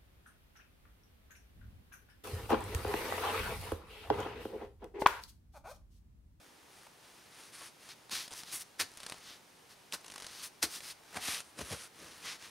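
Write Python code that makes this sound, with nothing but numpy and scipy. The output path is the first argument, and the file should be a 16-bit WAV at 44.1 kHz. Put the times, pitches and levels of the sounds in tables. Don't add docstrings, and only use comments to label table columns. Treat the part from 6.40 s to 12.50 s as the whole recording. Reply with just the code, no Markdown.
import sys
import numpy as np
from scipy import signal
from scipy.fft import rfft, irfft
from scipy.io import wavfile

SR = 44100
rng = np.random.default_rng(int(sys.argv[2]) if len(sys.argv) > 2 else 0)


def bounce(signal):
    frames = np.transpose(np.atleast_2d(signal))
    limited = np.clip(frames, -1, 1)
    pcm = np.round(limited * 32767).astype(np.int16)
    wavfile.write(sys.argv[1], SR, pcm)


N = 269010
T = np.arange(N) / SR


def amp(db):
    return 10 ** (np.asarray(db) / 20)


def gains(outline, size):
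    hz, db = np.transpose(outline)
    bin_hz = np.arange(size // 2 + 1) * SR / size
    return amp(np.interp(np.log(bin_hz + 1), np.log(hz), db))


def response(outline, size=2048):
    cepstrum = irfft(np.log(gains(outline, size)))
    cepstrum[1:size // 2] *= 2
    cepstrum[size // 2 + 1:] = 0
    return irfft(np.exp(rfft(cepstrum)))


def colour(x, outline):
    impulse = response(outline)
    return signal.fftconvolve(x, impulse / np.linalg.norm(impulse))[:len(x)]


def ring(x, hz, q):
    hz = min(hz, SR / 3)
    return signal.lfilter(*signal.iirpeak(hz, max(q, 1), fs=SR), x) * np.sqrt(q * SR / (np.pi * hz))


def wander(rate):
    knots = rng.standard_normal(N // 20)
    return np.interp(T * rate, np.arange(len(knots)), knots)


def slips(size, rate, spread_db):
    releases = (rng.random(size) < rate / SR) * rng.standard_normal(size)
    releases *= amp(spread_db * np.minimum(rng.exponential(size=size), 4))
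    return releases / (releases.std() + 1e-12)


def add(out, x, start_s):
    i = int(start_s * SR)
    out[i:i + len(x)] += x[:N - i]


# (frequency [Hz], side minus mid [dB])
ROOM_WIDTH = [(40, -26), (130, -6.5), (600, -1.5), (2000, -3), (6000, -6.5), (12000, -5.5)]
def stereo(mid, side):
    side = signal.fftconvolve(side, response(ROOM_WIDTH))[:N]
    return np.array([mid + side, mid - side])


# (frequency [Hz], level [dB])
ROOM_TONE_SPECTRUM = [(15, -73), (25, -12), (152, -5), (215, -7), (457, -6.5), (598, -10), (895, -8),
                      (1050, -11), (15500, -24)]
def room_tone():
    mid, side = (colour(rng.standard_normal(N), ROOM_TONE_SPECTRUM) for _ in range(2))
    return amp(-59) * stereo(mid, side)


# (fastest moment [s], rise [s], fall [s], level [dB], relative hiss [dB])
JACKET_BRUSHES = [(.05, 0.082, 0.07, -69, -14), (.42, .15, 0.063, -61.5, -1), (.66, 0.061, 0.36, -62.5, -6),
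                  (1.031, 0.14, .1, -55.5, -3.5), (1.14, 0.021, 0.079, -52.5, -0.5),
                  (1.25, 0.086, 0.063, -50.5, -1.5), (1.47, 0.089, 0.051, -57, -5),
                  (4.79, 0.18, 0.053, -55.5, -14), (4.902, 0.11, .13, -36, -3.5),
                  (5.07, .06, 0.072, -69, 7), (5.31, 0.12, .13, -47.5, -2), (5.44, 0.059, 0.046, -51.5, 0),
                  (5.65, 0.13, 0.37, -54.5, -6), (5.89, 0.073, 0.092, -42.5, -23),
                  (6.045, 0.065, 0.071, -49.5, -12)]
DULL_RING_DB = -9.5
def brushes():
    middling_hz, middling_db, db_per_octave = 1900, -44, 15.5
    for time, rise, fall, db, hiss_db in JACKET_BRUSHES:
        patch_hz = middling_hz * 2 ** ((db - middling_db) / db_per_octave)
        yield time, rise, fall, db, hiss_db, patch_hz, DULL_RING_DB


# (frequency [Hz], level [dB])
FRICTION_SPECTRUM = [(150, -19.5), (650, -10.5), (1100, 0.5), (2000, 1.5), (3900, 1.5), (6000, 0.5),
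                     (8000, -5), (11000, -11), (16000, -13)]
HISS_SPECTRUM = [(2000, -23), (5000, -8), (8000, 5.5), (10000, 8), (12500, 4), (16000, 1.5)]
SLEEVE_SPECTRUM = [(40, -9), (140, -2), (350, -2), (650, -6), (1000, -6), (1800, -4), (4000, -16),
                   (12000, -15)]
def strokes(moves):
    rubber, effort = np.zeros(N), np.zeros(N)
    patch_slips = slips(N, rate=15000, spread_db=-1.8)
    friction = colour(slips(N, rate=16000, spread_db=-1.5), FRICTION_SPECTRUM)
    hiss = amp(-0.1) * colour(slips(N, rate=20000, spread_db=1.5), HISS_SPECTRUM)
    for fastest, rise, fall, db, hiss_db, patch_hz, ring_db in moves:
        start, end = fastest - rise, fastest + fall
        moving = (T > start) & (T < end)
        speed = np.sin(np.pi / 2 * np.interp(T[moving], [start, fastest, end], [0, 1, 0]))
        push = amp(db) * speed ** 1.15
        patch = amp(ring_db) * ring(patch_slips[moving], patch_hz, q=2.2)
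        slide = (friction[moving] + patch) / np.hypot(1, amp(ring_db)) + amp(hiss_db) * hiss[moving]
        sheen_hz = min(9300 + 1.3 * patch_hz, .45 * SR)
        rubber[moving] += push * signal.lfilter(*signal.cheby1(3, 1, sheen_hz, fs=SR), slide)
        effort[moving] += push ** 2
    grip = amp(.5 * wander(rate=45) + 1.1 * wander(rate=400))
    rustle = colour(slips(N, rate=2500, spread_db=3.5), SLEEVE_SPECTRUM)
    sleeves = rustle * effort ** 0.25 * amp(-31.5 + wander(rate=28))
    return grip * rubber + sleeves


def contacts(rows, outline, rate, spread_db, q, size=8192):
    out, lead = np.zeros(N), size // 4
    t = (np.arange(size) - lead) / SR
    for time, db, closing, hold, decay, air_hz, air_db in rows:
        envelope = np.exp(np.where(t < 0, t / closing, -np.maximum(t - hold, 0) / decay))
        patches = slips(size, rate, spread_db) * envelope
        blow = colour(patches, outline) + amp(air_db) * ring(patches, air_hz, q)
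        blow = signal.lfilter(*signal.butter(2, 0.18 * air_hz, "high", fs=SR), blow)
        add(out, amp(db) * blow, time - lead / SR)
    return out


# (time [s], level [dB], decay [s], trapped air [Hz], relative air level [dB])
SOFT_PATS = [(0.47, -63.5, 0.0037, 820, 12.5), (1.218, -58.5, 0.0059, 800, 10.5),
             (1.731, -53, 0.0054, 317, 8), (4.772, -38, 0.014, 770, -4), (4.886, -33.5, 0.002, 380, -4.5),
             (5.191, -38.5, 0.011, 433, -22), (5.216, -36, 0.0091, 173, -9), (5.33, -34.5, 0.014, 135, -7),
             (5.639, -56, 0.069, 310, -3)]
# (frequency [Hz], level [dB])
PAT_SPECTRUM = [(25, -43), (60, 15.5), (160, 6), (520, 4.5), (900, -3.5), (1600, -2), (4000, -8),
                (10000, -9.5), (16000, -24)]
def pats():
    rows = [(time, db, 1.24 * decay, 0, decay, air_hz, air_db)
            for time, db, decay, air_hz, air_db in SOFT_PATS]
    return contacts(rows, PAT_SPECTRUM, rate=6000, spread_db=1.1, q=2.5)


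# (fastest moment [s], rise [s], fall [s], level [dB], patch resonance [Hz])
GLOVE_RUBS = [(1.503, 0.021, .045, -50, 3600), (1.723, 0.019, 0.16, -37.5, 4320),
              (1.99, 0.062, 0.051, -47, 4730), (2.13, 0.11, 0.026, -48.5, 4320),
              (2.15, 0.04, 0.053, -45, 5800), (2.214, 0.025, 0.023, -46, 5370),
              (2.91, 0.11, 0.083, -52, 3670), (3.315, 0.029, 0.034, -57.5, 4400),
              (4.01, 0.17, 0.062, -50, 4340), (4.04, 0.019, 0.055, -46.5, 5240),
              (4.357, 0.084, 0.047, -44.5, 4840), (4.505, 0.12, .032, -47, 4730)]
def rubs():
    taut_hz, taut_hiss_db, db_per_octave, ring_db = 4470, -5, 31.5, 0
    for time, rise, fall, db, patch_hz in GLOVE_RUBS:
        hiss_db = taut_hiss_db + db_per_octave * np.log2(patch_hz / taut_hz)
        yield time, rise, fall, db, hiss_db, patch_hz, ring_db


# (time [s], peak level [dB], ring [Hz])
CREASE_POPS = [(1.49, -35, 4740), (1.6955, -32, 4100), (1.879, -29, 4350), (2.0343, -28, 3770),
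               (2.722, -21, 3580), (3.524, -20, 2770), (4.405, -28, 2190), (4.7446, -29.5, 1850),
               (4.762, -26, 1540), (5.004, -25.5, 9300)]
# (frequency [Hz], level [dB])
CREASE_SPECTRUM = [(100, 2), (400, -1.5), (900, 2), (2000, -3.5), (5000, -6.5), (10000, -5), (16000, -23)]
def creases(squeeze_ticks, size=2048):
    out, lead = np.zeros(N), size // 4
    t = (np.arange(size) - lead) / SR
    for time, db, hz in [*CREASE_POPS, *squeeze_ticks]:
        envelope = np.exp(np.where(t < 0, t / .0011, -t / .003))
        push = .15 * slips(size, rate=5000, spread_db=2) * envelope
        push[lead] += 1
        tick = colour(push + .4 * ring(push, hz, q=3), CREASE_SPECTRUM)
        add(out, tick / np.abs(tick).max() * amp(db), time - lead / SR + 0.00066)
    return out


# (grip begins [s], first slip [s], last slip [s], grip ends [s],
# slips [count], last slip peak [dB], creak level [dB])
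SQUEEZE_GRIPS = [(1.86, 1.908, 1.936, 1.96, 5, -29, -63), (2.45, 2.573, 2.698, 2.9, 5, -25, -57),
                 (3.58, 3.644, 3.866, 3.97, 12, -27.5, -57.5)]
def creaks():
    pressure = sum(amp(db) * np.sqrt(np.interp(T, [begin, last, end], [0, 1, 0]))
                   for begin, _, last, end, _, _, db in SQUEEZE_GRIPS)
    releases = np.abs(slips(N, rate=150, spread_db=1.2))
    rasp_envelope = signal.lfilter([1], [1, -.975], releases)
    crackle = rasp_envelope * rng.standard_normal(N)
    return pressure * colour(crackle / crackle.std(), CREASE_SPECTRUM)


def drags():
    above_creak_db, hiss_db, patch_hz = 1, -14, 1100
    for begin, _, last, end, _, _, db in SQUEEZE_GRIPS:
        yield last, last - begin, end - last, db + above_creak_db, hiss_db, patch_hz, DULL_RING_DB


def squeeze_slips():
    growth_db, slowing, jitter_s = 5.5, .1, .0003
    rebound_s, rebound_db = .0028, -7
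    for _, first, last, _, count, db, _ in SQUEEZE_GRIPS:
        for grip in np.linspace(0, 1, count):
            late, scatter_db, pitch, rebound_late = rng.standard_normal(4)
            progress = grip - slowing * grip * (1 - grip)
            time = first + (last - first) * progress + jitter_s * late
            peak_db = db - growth_db * (1 - grip) ** 2 + scatter_db
            hz = 4300 * 2 ** (.3 * pitch)
            yield time, peak_db, hz
            yield time + rebound_s * 2 ** (rebound_late / 2), peak_db + rebound_db, hz


# (time [s], level [dB], closing [s], hold [s], hollow between palms [Hz], relative hollow level [dB])
PALM_SLAPS = [(2.399, -31, 0.004, 0.015, 1850, -2), (3.537, -35, 0.006, 0.0023, 1270, -2.5),
              (4.229, -22, 0.0028, .002, 1670, -8.5)]
# (frequency [Hz], level [dB])
SLAP_SPECTRUM = [(60, 13), (300, 2), (800, -3.5), (2000, -16), (4200, 1.5), (6500, -4.5), (10000, -4.5),
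                 (15500, -10.5)]
def slaps():
    smack_decay_s, thud_decay_s, thud_lag_s = 0.013, 0.021, 0.0083
    thud_db, thud_hz, thud_air_db = -20.5, 335, -7.5
    smacks, thuds = [], []
    for time, db, closing, hold, hollow_hz, hollow_db in PALM_SLAPS:
        smacks.append((time, db, closing, hold, smack_decay_s, hollow_hz, hollow_db))
        thuds.append((time + thud_lag_s, db + thud_db, closing, hold, thud_decay_s, thud_hz, thud_air_db))
    return (contacts(smacks, SLAP_SPECTRUM, rate=14000, spread_db=2.2, q=1.1)
            + contacts(thuds, PAT_SPECTRUM, rate=5000, spread_db=-1.5, q=2.5))


# (frequency [Hz], level [dB])
ECHO_SPECTRUM = [(50, -11), (200, -1.5), (700, 2), (2500, -6), (6000, -2.0), (14000, -10.5)]
def room_echo(direct, t60_s, wet_db, size=16384):
    t = np.arange(size) / SR
    decay = np.exp(-np.log(1000) * t / t60_s) * (t > .004)
    tails = [colour(rng.standard_normal(size), ECHO_SPECTRUM) * decay for _ in range(2)]
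    mid, side = (signal.fftconvolve(direct, tail / np.linalg.norm(tail))[:N] for tail in tails)
    return amp(wet_db) * stereo(mid, side)


def scene():
    sliding = strokes([*rubs(), *brushes(), *drags()])
    hands = sliding + creaks() + creases(squeeze_slips()) + slaps() + pats()
    pan = amp([[0.49], [-0.49]])
    return hands * pan + room_echo(hands, t60_s=.3, wet_db=-17.5) + room_tone()


# (frequency [Hz], level [dB])
MICROPHONE_RESPONSE = [(20, -7.5), (6200, 0), (7000, -2.5), (8200, -2.5), (9300, 2), (10200, -1.5),
                       (16000, -7)]
def record(dry):
    left, right = signal.fftconvolve(dry, response(MICROPHONE_RESPONSE)[None], axes=1)[:, :N]
    mid = (left + right) / 2
    narrowing = gains([(9000, -2), (13000, -20)], N)
    side = irfft(rfft(left - right) * narrowing, N) / 2
    top_cut = signal.ellip(10, .2, 70, 15700, fs=SR, output="sos")
    return signal.sosfilt(top_cut, [mid + side, mid - side])


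dry = scene()
out = record(dry)
bounce(out)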